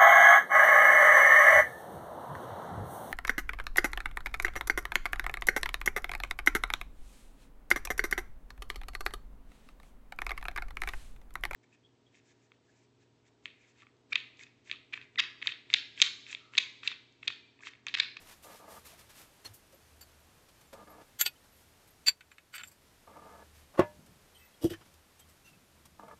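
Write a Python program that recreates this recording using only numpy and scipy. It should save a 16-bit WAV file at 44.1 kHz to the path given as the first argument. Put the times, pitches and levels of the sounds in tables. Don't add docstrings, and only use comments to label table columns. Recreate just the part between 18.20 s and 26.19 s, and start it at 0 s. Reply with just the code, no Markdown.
import sys
import numpy as np
from scipy import signal
from scipy.fft import rfft, irfft, next_fast_len
from scipy.io import wavfile
from scipy.ndimage import uniform_filter1d, map_coordinates

SR = 44100
rng = np.random.default_rng(int(sys.argv[2]) if len(sys.argv) > 2 else 0)


def store_wav(level_fs):
    pcm = np.round(np.clip(np.atleast_2d(level_fs), -1, 1) * 32767)
    wavfile.write(sys.argv[1], SR, pcm.T.astype(np.int16))


def boost_factor(decibels):
    exponent = np.asarray(decibels, float) / 20
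    return 10 ** exponent


N = 352359


def unit(x):
    return x / np.sqrt(np.mean(x ** 2) + 1e-20)


def wobble(rate):
    knots = rng.standard_normal(int(N * rate / SR) + 4)
    return map_coordinates(knots, [np.arange(N) * rate / SR])


def filtered(x, response):
    m = next_fast_len(len(x) + 8192)
    return irfft(rfft(x, m) * response(np.fft.rfftfreq(m, 1 / SR)), m)[:len(x)]


def resonances(modes):
    def response(f):
        return sum((-1) ** k * boost_factor(db) * 1j * f * width / (hz * hz - f * f + 1j * f * width)
                   for k, (hz, width, db) in enumerate(modes))
    return response


def ring(modes, t, scatter_db, rough=0):
    total = 0
    for hz, db, t60 in modes:
        strength_db = db + scatter_db * rng.standard_normal()
        walk = rough * np.cumsum(rng.standard_normal(len(t))) / np.sqrt(SR)
        total = total + boost_factor(strength_db - 60 * t / t60) * np.sin(2 * np.pi * hz * t + walk * 0.038 / t60)
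    return total


def add(track, s, sound):
    at = track[round(s * SR):][:len(sound)]
    at += sound[:len(at)]


def strokes(rows, cols, attack_s, swell, release_s):
    gain = np.zeros(N)
    for row in rows:
        start, length = row[:2]
        t = np.arange(round((length + 2 * release_s) * SR)) / SR
        rise = np.minimum(t / (attack_s + swell * length), 1)
        level_db = sum(row[c] for c in cols)
        add(gain, start, rise * boost_factor(level_db - 60 * np.maximum(t - length, 0) / release_s))
    return gain


# [t/s, level/dB]
HISS = [
    (0.0, -63),
    (0.18, -67),
    (0.84, -66),
    (1.4, -66.5),
    (3.85, -67.5),
    (3.96, -72),
    (4.21, -71),
    (4.4, -69),
    (5.32, -66.5),
    (7.99, -68),
]
# [f/Hz, level/dB per Hz]
HISS_COLOUR = [(15, -37), (25, -1.5), (43, -10), (76, -3.5), (200, -10), (406, -11), (1890, -17),
               (14200, -25.5)]
# [t/s, length/s, level/dB]
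DRONE = [(.1, 0.2, -74), (.5, 0.31, -71), (1.6, 0.22, -69), (1.85, 0.2, -70), (2.4, 0.37, -73),
         (3.1, 0.32, -75), (3.85, 0.26, -78), (4.4, 0.13, -73.5), (4.85, 0.59, -64.5), (5.6, 0.34, -75.5),
         (6, 0.22, -72), (6.64, 0.18, -66.5), (6.96, 0.15, -70.5), (7.45, 0.3, -69), (7.86, .2, -67.5)]
# [t/s, length/s, level/dB]
CREAKS = [(.55, 0.34, -81), (.85, 0.156, -69), (1.62, 0.13, -82), (2.2, .4, -77), (2.64, 0.089, -74),
          (3.1, 0.36, -77), (4.22, 0.52, -75), (4.8, 0.34, -67.5), (5.2, .2, -74.5), (5.5, 0.45, -61.5),
          (6.4, 0.25, -71), (6.95, 0.21, -70.5), (7.22, 0.23, -66.5), (7.5, 0.22, -66.5),
          (7.72, 0.21, -63.5)]


def floor():
    hz, db = np.transpose(HISS_COLOUR)
    hiss = filtered(rng.standard_normal(N), lambda f: boost_factor(np.interp(np.log(f + 1), np.log(hz), db)))
    drone = np.sin(2 * np.pi * np.cumsum(76 + 1.8 * wobble(8.5)) / SR) * boost_factor(1.6 * wobble(4.5))
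    rumble = filtered(rng.standard_normal(N), lambda f: resonances([(165, 150, 0)])(f) ** 2)

    def swell(rows, idle_db):
        return boost_factor(idle_db) + strokes(rows, [2], attack_s=0.049, swell=0.24, release_s=.3)

    lows = swell(DRONE, idle_db=-88.0) * unit(drone)
    lows += boost_factor(-4.5) * swell(CREAKS, idle_db=-83.5) * unit(rumble)
    hiss_db = 4 + 0.43 * wobble(12) + np.interp(np.arange(N) / SR, *np.transpose(HISS))
    return boost_factor(hiss_db) * unit(hiss) + lows


# [t/s, length/s, treble level/dB, body level/dB over the treble]
RUSTLE = [(.005, 0.016, -66, 0.5), (.05, 0.076, -60.5, 0.5), (.222, 0.023, -57, -6), (.26, 0.12, -62, -0.5),
          (.47, 0.099, -58, -4.5), (.64, 0.031, -56, -3.5), (.68, 0.062, -68, 3.5), (.775, 0.029, -63, 0),
          (.886, 0.027, -62, 1.5), (.94, 0.073, -58, -2.5), (3.235, 0.015, -72, 2),
          (3.33, 0.089, -69.5, -14), (5.32, 0.083, -70, 0.5), (7.07, 0.032, -67, -2.5),
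          (7.24, 0.042, -67.5, -0.5)]


def sleeves():
    grain = boost_factor(0.93 * wobble(300) + wobble(40))
    treble = filtered(rng.standard_normal(N), lambda f: (f / 4000) ** 2 / (1 + (f / 4000) ** 2))
    body = filtered(rng.standard_normal(N), lambda f: f / (f + 500) / (1 + (f / 4500) ** 2))

    def stroke(cols):
        return strokes(RUSTLE, cols, attack_s=0.0044, swell=0.47, release_s=0.22)

    return grain * (boost_factor(2.5) * stroke([2]) * unit(treble) + boost_factor(3.0) * stroke([2, 3]) * unit(body))


# [t/s, length/s, level/dB]
FOCUS = [
    (.236, 0.12, -56),
    (.392, 0.069, -56.5),
    (.474, 0.11, -54.5),
    (2.54, 0.097, -55.5),
    (2.666, 0.16, -57),
    (4.868, 0.13, -56.5),
    (5.012, .22, -57),
    (7.788, 0.15, -58),
]
# [t/s, peak level/dB]
CATCHES = [
    (2.674, -46),
    (2.7, -51),
    (4.967, -40),
    (7.796, -39.5),
    (7.833, -43),
    (7.881, -35),
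    (7.912, -37.5),
]
# [f/Hz, width/Hz, level/dB]
SHELL = [(204.5, 29, -3.5), (309, 4.2, 5), (441, 44, -1), (671, 133, -3.5), (904, 41, 0.5), (1200, 63, 0.5),
         (1710, 35, -7), (2110, 130, -19.5)]


def focus():
    turns = np.cumsum(228 * (1 + 0.0599 * wobble(40))) / SR
    teeth = rng.standard_normal(N) * (0.48 + np.cos(np.pi * turns) ** 4) * boost_factor(1.1 * wobble(45))
    whirr = filtered(teeth, resonances(SHELL))
    bright = filtered(whirr, lambda f: (f / (f + 700)) ** 2)
    run = strokes(FOCUS, [2], attack_s=0.0063, swell=0.018, release_s=0.059)
    ticks = [(s, .002, db - 13.0) for s, db in CATCHES]
    catch = strokes(ticks, [2], attack_s=0.00079, swell=0, release_s=0.035)
    return boost_factor(1.5) * run * unit(whirr) + boost_factor(-2.0) * catch * unit(bright)


def brushed(rows):
    out = np.zeros(N)
    for s, hz, db, length, width_hz in rows:
        mode = resonances([(hz, width_hz, 0)])
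        rub = filtered(rng.standard_normal(round(length * SR)), lambda f: mode(f) ** 2)
        add(out, s, boost_factor(db) * unit(rub) * np.hanning(len(rub)) ** 1.2)
    return out


# [t/s, f/Hz, level/dB, length/s, width/Hz]
BUMPS = [
    (0.477, 880, -49, 0.009, 580),
    (4.96, 1140, -72, 0.017, 600),
    (0.715, 680, -61, 0.056, 120),
    (1.259, 100, -57, 0.098, 9),
    (1.519, 550, -60.5, 0.049, 140),
    (2.523, 532, -45.5, 0.039, 160),
    (5.53, 707, -52.5, 0.049, 900),
    (5.783, 227, -58.5, 0.026, 120),
    (6.599, 1200, -61, 0.042, 1120),
]


def bumps():
    return brushed(BUMPS)


# [t/s, peak level/dB, t60/s, tilt/dB an octave]
SCUFFS = [(1.2544, -41.5, 0.14, -3.5), (1.344, -46.5, 0.15, 4), (1.527, -54, 0.075, -3),
          (1.8123, -45, 0.063, -1.5), (2.2898, -54.5, 0.092, -3.5), (2.413, -53.5, 0.073, -3),
          (2.5329, -46.5, 0.075, -6), (2.8153, -57.5, 0.079, -8), (3.679, -54, 0.11, 2),
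          (5.8645, -52, 0.061, -2), (6.6594, -57.5, 0.15, -5), (6.7414, -51.5, 0.046, -2.5),
          (6.997, -50.5, 0.087, -1), (7.657, -46.5, 0.06, -2.5)]


def scuffs():
    out, t = np.zeros(N), np.arange(SR // 5) / SR
    for s, db, t60, tilt_db in SCUFFS:
        puff = filtered(rng.standard_normal(len(t)),
                        lambda f: boost_factor(tilt_db * np.log2((f + 400) / 8000)) * f / (f + 400))
        soft_edge = 1 - np.exp(-(t / (0.068 * t60)) ** 2)
        add(out, s - .085 * t60, boost_factor(db - 60 * t / t60) * soft_edge * puff)
    return out


# [t/s, f/Hz, level/dB, length/s]
PINGS = [(1.243, 4240, -48, 0.042), (1.249, 5900, -62, 0.031), (1.528, 11800, -69, .05),
         (1.533, 13200, -69, .03), (1.968, 13000, -75, .07), (2.454, 7200, -73, 0.055),
         (2.522, 8060, -64, 0.034), (2.525, 11800, -61, 0.024), (2.677, 11800, -64.5, 0.07),
         (3.15, 3090, -67, .025), (3.287, 11800, -70, 0.099), (4.324, 7390, -67, .02),
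         (4.376, 4650, -58, 0.017), (4.387, 4360, -56, .018), (4.4, 3980, -59, .018),
         (3.34, 12900, -73.5, 0.05), (3.45, 11800, -75, 0.077), (3.69, 13200, -67, .04),
         (5.584, 11800, -66, 0.042), (5.585, 15800, -60.5, .05), (6.329, 3300, -69, .03),
         (6.336, 4200, -76, 0.036), (6.328, 11650, -73.5, 0.03), (6.438, 5900, -54.5, 0.032),
         (6.444, 12000, -62.5, .02), (6.502, 4936, -59, 0.033), (6.506, 3090, -55, 0.067),
         (6.601, 3440, -81.5, 0.04), (6.993, 3210, -65, 0.054), (6.985, 7950, -65, 0.044),
         (6.982, 6350, -69, .03), (7.076, 8000, -71.5, 0.046), (7.228, 2720, -61.5, 0.099),
         (7.237, 6140, -75.5, 0.031), (7.311, 2606, -69.5, 0.07)]


def pings():
    return brushed([(*row, 36 + 0.016 * row[1]) for row in PINGS])


# [t/s, f/Hz, level/dB, length/s, width/Hz]
TINGS = [(1.805, 4610, -61, 0.035, 60), (1.808, 7300, -61, 0.024, 90), (1.808, 13200, -58, .02, 120),
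         (1.252, 5870, -60, .025, 80), (1.334, 9700, -63, 0.025, 150), (1.334, 12400, -64, .028, 200),
         (3.056, 8100, -42, .018, 900), (6.452, 3010, -56, .04, 249.7), (6.528, 1780, -58.5, 0.044, 120),
         (6.988, 7730, -64, .03, 250), (6.988, 9740, -66, .025, 200), (6.99, 12000, -64, .03, 500),
         (7.238, 6100, -68.5, .05, 30), (4.345, 11800, -56, .025, 200), (4.378, 4650, -56, .015, 200)]


def glints():
    return brushed(TINGS)


# [f/Hz, level/dB, t60/s]
BOOM = [(100, 11, 0.2), (172, -10, 0.096)]


def bench(blows, modes, thud_hz, thud_db, attack_s, click_modes, click_s, rough):
    out, t = np.zeros(N), np.arange(SR // 3) / SR
    for s, db, boom_db, click_db in blows:
        thud = filtered(boost_factor(-60 * t / 0.13) * rng.standard_normal(len(t)),
                        lambda f: 1 / (1 + 1j * f / thud_hz) ** 3 * f / (f + 200))
        plank = ring(modes, t, scatter_db=0.9, rough=rough) * (1 - np.exp(-t / attack_s))
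        wood = boost_factor(thud_db) * thud / np.abs(thud).max() + boost_factor(-0.5) * plank
        boom = ring(BOOM, t, scatter_db=2.8) * (1 - np.exp(-t / 0.0064))
        click = filtered(boost_factor(-60 * t / click_s) * rng.standard_normal(len(t)), resonances(click_modes))
        click *= boost_factor(click_db) / np.abs(click).max()
        add(out, s, boost_factor(db) * (wood + boost_factor(boom_db + 2.0) * boom + click))
    return out


# [t/s, peak level/dB, boom level/dB, click level/dB]
SETDOWN = [
    (1.254, -58.5, 4.5, 19),
    (1.548, -60, -15, -12),
    (2.534, -53.5, -6, -16),
    (5.593, -10, -26.5, -40.5),
    (5.5965, -31.5, -36, 2),
    (5.609, -33, -30, -28),
    (5.794, -60, -13.5, -7),
    (5.88, -64, -2.5, -12),
    (5.905, -73, -11, -15),
]
# [f/Hz, level/dB, t60/s]
PLANK = [(152.7, -11.5, 0.08), (252.4, -1.5, 0.028), (363, 6, 0.03), (531.5, 5.5, 0.021),
         (672, -24.5, 0.12), (602, -20.5, 0.28), (843, -3, 0.022), (814, -36.5, 0.22), (944, -23.5, 0.22),
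         (1083, -12, 0.061), (1324, -21.5, 0.04), (1712, -29, 0.21), (2040, -28.5, 0.17),
         (2790, -29, 0.074)]
# [f/Hz, width/Hz, level/dB]
GRIT = [(2470, 1100, 19), (9000, 9500, -2.5)]


def setdown():
    return bench(SETDOWN, PLANK, thud_hz=1485, thud_db=-8.5, attack_s=0.00067,
                 click_modes=GRIT, click_s=0.017, rough=3.2)


# [f/Hz, level/dB, t60/s]
SKIRT = [(4586, 1.5, .042), (4668, -8, .04), (4365, -13, .035), (5716, -16, .03), (4588, -27, .15)]
CROWN = [(11822, 0, .075), (11700, -13, .04), (15650, -7, .06)]
# [f/Hz, width/Hz, level/dB]
UPPER = [(5900, 290, -16), (6695, 180, 8), (7800, 400, -0.5), (9750, 1600, -10), (12400, 1800, -7.5)]
# [f/Hz, width/Hz, level/dB]
BODY = [(391.4, 180, -6.5), (860, 140, -8.5), (2850, 2600, 0)]


def pistons(contacts, wall_modes, land, crack_s, snap, broad_db, upper_db, body=BODY):
    out, t = np.zeros(N), np.arange(SR // 6) / SR

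    def walls(f):
        blur = sum(resonances([mode])(f) for mode in body)
        return resonances(wall_modes)(f) + boost_factor(upper_db) * resonances(UPPER)(f) + boost_factor(broad_db) * blur

    for s, db, skirt_db, land_db, crown_db in contacts:
        crackle = boost_factor(-60 * t / crack_s) * rng.standard_normal(len(t))
        wall = filtered(crackle + snap * (t == 0), walls)
        add(out, s, boost_factor(db) * wall / np.abs(wall).max())
        for modes, level_db in ((SKIRT, skirt_db), (land, land_db), (CROWN, crown_db)):
            rings = ring(modes, t, scatter_db=1.5) * (1 - np.exp(-t / 0.00048))
            add(out, s, boost_factor(level_db + 1.5) * rings)
    return out


# [t/s, clack peak level/dB, skirt level/dB, ring-land level/dB, crown level/dB]
FIRST = [
    (1.812, -66, -57, -65, -55.5),
    (3.0112, -14.5, -32, -28, -21),
    (3.0142, -19.5, -36.5, -25.5, -23),
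]
SECOND = [
    (3.0605, -22.5, -29, -45, -42.5),
    (3.0632, -14.5, -24.5, -42.5, -41),
]
THIRD = [
    (3.8835, -6, -13.5, -26.5, -45),
]
# [f/Hz, width/Hz, level/dB]
FIRST_WALL = [(1460, 49, -4), (1796, 78, -0.5), (2146, 31, 2), (2340, 54, -3.5), (2520, 20, -2.5),
              (2680, 22, -4), (2965, 140, -17), (3510, 51, -0.5), (3850, 31, -5)]
SECOND_WALL = [(1450, 42, -5), (1780, 55, -1), (2160, 93, -8), (2518, 35, 2.5), (2620, 41, -4),
               (3126, 104, 7.5), (3445, 85, 2), (3750, 98, 0.5), (4140, 28, -13)]
THIRD_WALL = [(1541, 33, -4.5), (1835, 39, -13), (2160, 86.6, -4), (2400, 17, -5.5), (2610, 64, 3.5),
              (2930, 55, -3), (3384, 120, -11), (3730, 160, -4), (4020, 22, -4.5)]
# [f/Hz, width/Hz, level/dB]
THIRD_BODY = [(560, 288, -10), (900, 373, -6.5), (2620, 2400, 3)]
# [f/Hz, level/dB, t60/s]
LAND = [(7290, 0, .045), (7400, -2, .045), (7527, -7, .045), (7860, -9, .035)]


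def clinks():
    first = pistons(FIRST, FIRST_WALL, LAND, crack_s=0.035, snap=7.3, broad_db=-11.0, upper_db=-6.5)
    second = pistons(SECOND, SECOND_WALL + [(8220, 690, -7.5)], LAND,
                     crack_s=.014, snap=18, broad_db=-7, upper_db=-16.5)
    third = pistons(THIRD, THIRD_WALL, LAND,
                    crack_s=0.013, snap=9.4, broad_db=-4.5, upper_db=-17, body=THIRD_BODY)
    return first + second + third


# [t/s, clack peak level/dB, skirt level/dB, ring-land level/dB, crown level/dB]
RATTLE = [
    (1.826, -50.5, -55, -66, -66),
    (4.3475, -41, -66, -70, -75),
    (4.3525, -40, -62, -70, -70),
    (4.3555, -38, -60, -68, -68),
    (4.3685, -41, -62, -68, -72),
    (4.3925, -43, -62, -66, -78),
    (4.3985, -47, -62, -64, -78),
    (4.4035, -45, -66, -66, -78),
    (4.4165, -47, -70, -65, -78),
]
# [f/Hz, width/Hz, level/dB]
GRIPPED = [(1460, 228, 3.5), (2175, 280, 4), (2524, 180, 4), (3010, 140, 1.5), (3550, 170, -3),
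           (4540, 350, -15), (7280, 120, -19), (8120, 300, -16.5), (11800, 300, -33.5)]
# [f/Hz, level/dB, t60/s]
HELD_LAND = [(7395, 0, .06), (7290, -4, .05)]


def chatter():
    return pistons(RATTLE, GRIPPED, HELD_LAND, crack_s=0.012, snap=13, broad_db=-13.5, upper_db=-25)


# [t/s, level/dB]
RIM_RINGS = [
    (3.0118, -30),
    (3.0149, -24),
    (3.062, -29),
    (3.884, -36),
    (4.3802, -67),
    (4.4352, -62),
    (4.4744, -62),
]
# [f/Hz, level/dB, t60/s]
RIM = [(13058, 0, .055), (13229, -5, .04)]


def rims():
    out, t = np.zeros(N), np.arange(SR // 8) / SR
    for s, db in RIM_RINGS:
        add(out, s, boost_factor(db) * ring(RIM, t, scatter_db=0.5) * (1 - np.exp(-t / 0.00058)))
    return out


# [t/s, clack peak level/dB, skirt level/dB, ring-land level/dB, crown level/dB]
TOUCHES = [(4.0078, -41.5, -71, -81, -85.5), (4.116, -43.5, -87, -61, -88),
           (4.1823, -41.5, -75.5, -87, -86), (4.339, -37, -51, -65, -71), (4.3428, -38, -55, -69.5, -75),
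           (4.3622, -38.5, -56, -70, -69), (4.3804, -34.5, -48, -48.5, -75), (4.4102, -37.5, -71, -64, -75),
           (4.4345, -34, -64, -45, -66), (4.4744, -64, -72, -50.5, -62), (4.5157, -59, -71, -64, -61)]


def touches():
    return pistons(TOUCHES, GRIPPED, HELD_LAND, crack_s=0.0333, snap=5.8, broad_db=-16.5, upper_db=-25)


# [t/s, length/s, level/dB]
SCRAPE = [
    (4.336, 0.0324, -48.5),
    (4.388, 0.021, -48),
]
# [t/s, length/s, level/dB]
SKIM = [
    (4.342, 0.023, -47.5),
    (4.382, .03, -67.5),
    (4.436, 0.02, -62),
    (4.472, 0.0195, -60.5),
    (4.512, .012, -63.5),
]


def scrape():
    grit = rng.standard_normal((2, N)) * boost_factor(1.8 * wobble(1100))
    high = resonances([(4650, 260, 1.5), (8200, 390, 4.5), (10130, 310, -13),
                       (11800, 250, 2.0), (13390, 1200, -7), (15590, 180, 3.5)])

    def roll(rows):
        return strokes(rows, [2], attack_s=.004, swell=0.2, release_s=0.048)

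    skirts = roll(SCRAPE) * unit(filtered(grit[0], resonances(GRIPPED)))
    return skirts + roll(SKIM) * unit(filtered(grit[1], high))


# [t/s, level/dB]
SHUDDER = [
    (5.592, -74.5),
    (6.44, -41),
]
# [f/Hz, level/dB, t60/s]
LEGS = [(42, -2.5, .25)]


def shudder():
    out, t = np.zeros(N), np.arange(SR // 3) / SR
    for s, db in SHUDDER:
        add(out, s, boost_factor(db) * ring(LEGS, t, scatter_db=0.5) * (1 - np.exp(-t / .01)))
    return out


# [t/s, length/s, level/dB]
SHORT_DRAGS = [
    (6.142, 0.014, -62.5),
]
LONG_DRAGS = [
    (6.15, 0.1144, -67.5),
]
# [f/Hz, width/Hz, level/dB]
SHORT_FIN = [(3090, 160, 3), (4240, 290, -6), (8740, 97, 1), (11800, 104, -3)]
LONG_FIN = [(2000, 130, -7), (2606, 50, -2), (5530, 86, -9.5), (7970, 66, -8.5), (13660, 60, -4)]


def fins():
    long = unit(filtered(rng.standard_normal(N), lambda f: resonances(LONG_FIN)(f) ** 2))
    short = unit(filtered(rng.standard_normal(N), lambda f: resonances(SHORT_FIN)(f) ** 2))

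    def drag(rows):
        return strokes(rows, [2], attack_s=0.0055, swell=0.49, release_s=0.23)

    return boost_factor(4.5) * (drag(LONG_DRAGS) * long + drag(SHORT_DRAGS) * short)


# [t/s, length/s, level/dB, low fin level/dB, treble level/dB]
CLATTER = [
    (6.41, 0.047, -58.5, -12.5, -3),
    (6.439, 0.0091, -53, -22, 2.5),
    (6.46, 0.026, -67, -19, 0.5),
    (6.498, 0.028, -58, -0.5, -1.5),
    (6.53, 0.0097, -64, 10.5, -24),
]
# [f/Hz, width/Hz, level/dB]
CLANG = [(2950, 62, 9), (3300, 66, 4), (3680, 310, -3.5), (4900, 260, -0.5), (5750, 450, -3)]


def clatter():
    grit = rng.standard_normal((3, N)) * boost_factor(2.8 * wobble(900))
    low = resonances([(1730, 670, 0)])
    high = resonances([(8600, 2500, -5.5), (11700, 500, -0.5), (12770, 1300, -3.5)])
    out = np.zeros(N)
    for noise, response, cols in zip(grit, (resonances(CLANG), low, high), ([2], [2, 3], [2, 4])):
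        gain = strokes(CLATTER, cols, attack_s=0.0023, swell=0.14, release_s=0.084)
        out += gain * unit(filtered(noise, response))
    return out


# [t/s, peak level/dB, boom level/dB, click level/dB]
LIFT = [
    (6.4372, -29, 1.5, -24),
    (6.444, -18, -33, -26.5),
    (6.4525, -26, -4.5, -23),
    (6.508, -34.5, -9.5, -16),
    (6.519, -37, -24, -17),
    (6.535, -43.5, -18, -18),
    (6.61, -59.5, -15, 3),
]
# [f/Hz, level/dB, t60/s]
BOARD = [(245, -1, 0.039), (327, 6.5, 0.062), (426, -3.5, 0.031), (478, -6, 0.04), (587, -18, 0.1),
         (686, -20, 0.05)]


def lift():
    return bench(LIFT, BOARD, thud_hz=401, thud_db=-16.5, attack_s=0.002,
                 click_modes=CLANG, click_s=0.11, rough=2.9)


def room(x, t60):
    t = np.arange(SR // 3) / SR
    tail = filtered(rng.standard_normal(len(t)) * boost_factor(-60 * t / t60), lambda f: 1 / (1 + f / 2500))
    return signal.fftconvolve(x, np.pad(tail, (200, 0)) / np.linalg.norm(tail))[:N]


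def scene():
    alloy = clinks() + rims() + touches() + scrape()
    wood = setdown() + clatter() + lift()
    hits = filtered(alloy, lambda f: (1j * f / (300 + 1j * f)) ** 2)
    hits += filtered(wood, lambda f: (1j * f / (80 + 1j * f)) ** 3)
    background = floor() + sleeves() + focus()
    handling = bumps() + scuffs() + pings() + glints() + chatter() + shudder() + fins()
    return (hits + boost_factor(-16.0) * room(hits, t60=0.082) + background + handling)[None]


# [t/s, level/dB against the span]
SPREADS = [(1.237, -9), (1.803, -5), (2.519, -11), (2.985, -10), (3.045, -8), (3.859, -3.5), (4.099, -10),
           (4.321, -11), (4.454, -8), (4.501, -4.5), (5.57, -10.5), (6.409, -6.5), (6.491, 4)]


def smear(clean):
    x, sine = clean.copy(), np.sin(np.pi * (np.arange(2048) + .5) / 2048)
    hz = np.fft.rfftfreq(2048, 1 / SR)
    for s, db in SPREADS:
        frame = clean[round(s * SR):][:2048] * sine
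        lines, blow = np.abs(rfft(frame)), uniform_filter1d(np.abs(frame), size=200)
        spread = 1 - 0.74 * blow / blow.max()
        bass_cut = hz ** 2 / (hz ** 2 + 596 ** 2)
        noise = irfft(lines * bass_cut * np.exp(2j * np.pi * rng.random(len(lines))))
        lumps = uniform_filter1d(np.abs(noise), size=100, mode='wrap')
        evened = noise * (lumps.mean() / lumps) ** 0.65
        add(x, s, boost_factor(db + 8) * spread * sine ** 1.8 * evened)
    return x


def low_pass(x):
    return signal.sosfilt(signal.butter(12, 15770, fs=SR, output="sos"), x)


def record(dry):
    x = smear(dry[0])
    x = filtered(x, lambda f: np.where(f < 14250, 1, boost_factor(-18.0)) * (f < 15780))
    return low_pass(x[None])


dry = scene()
out = record(dry)
store_wav(out)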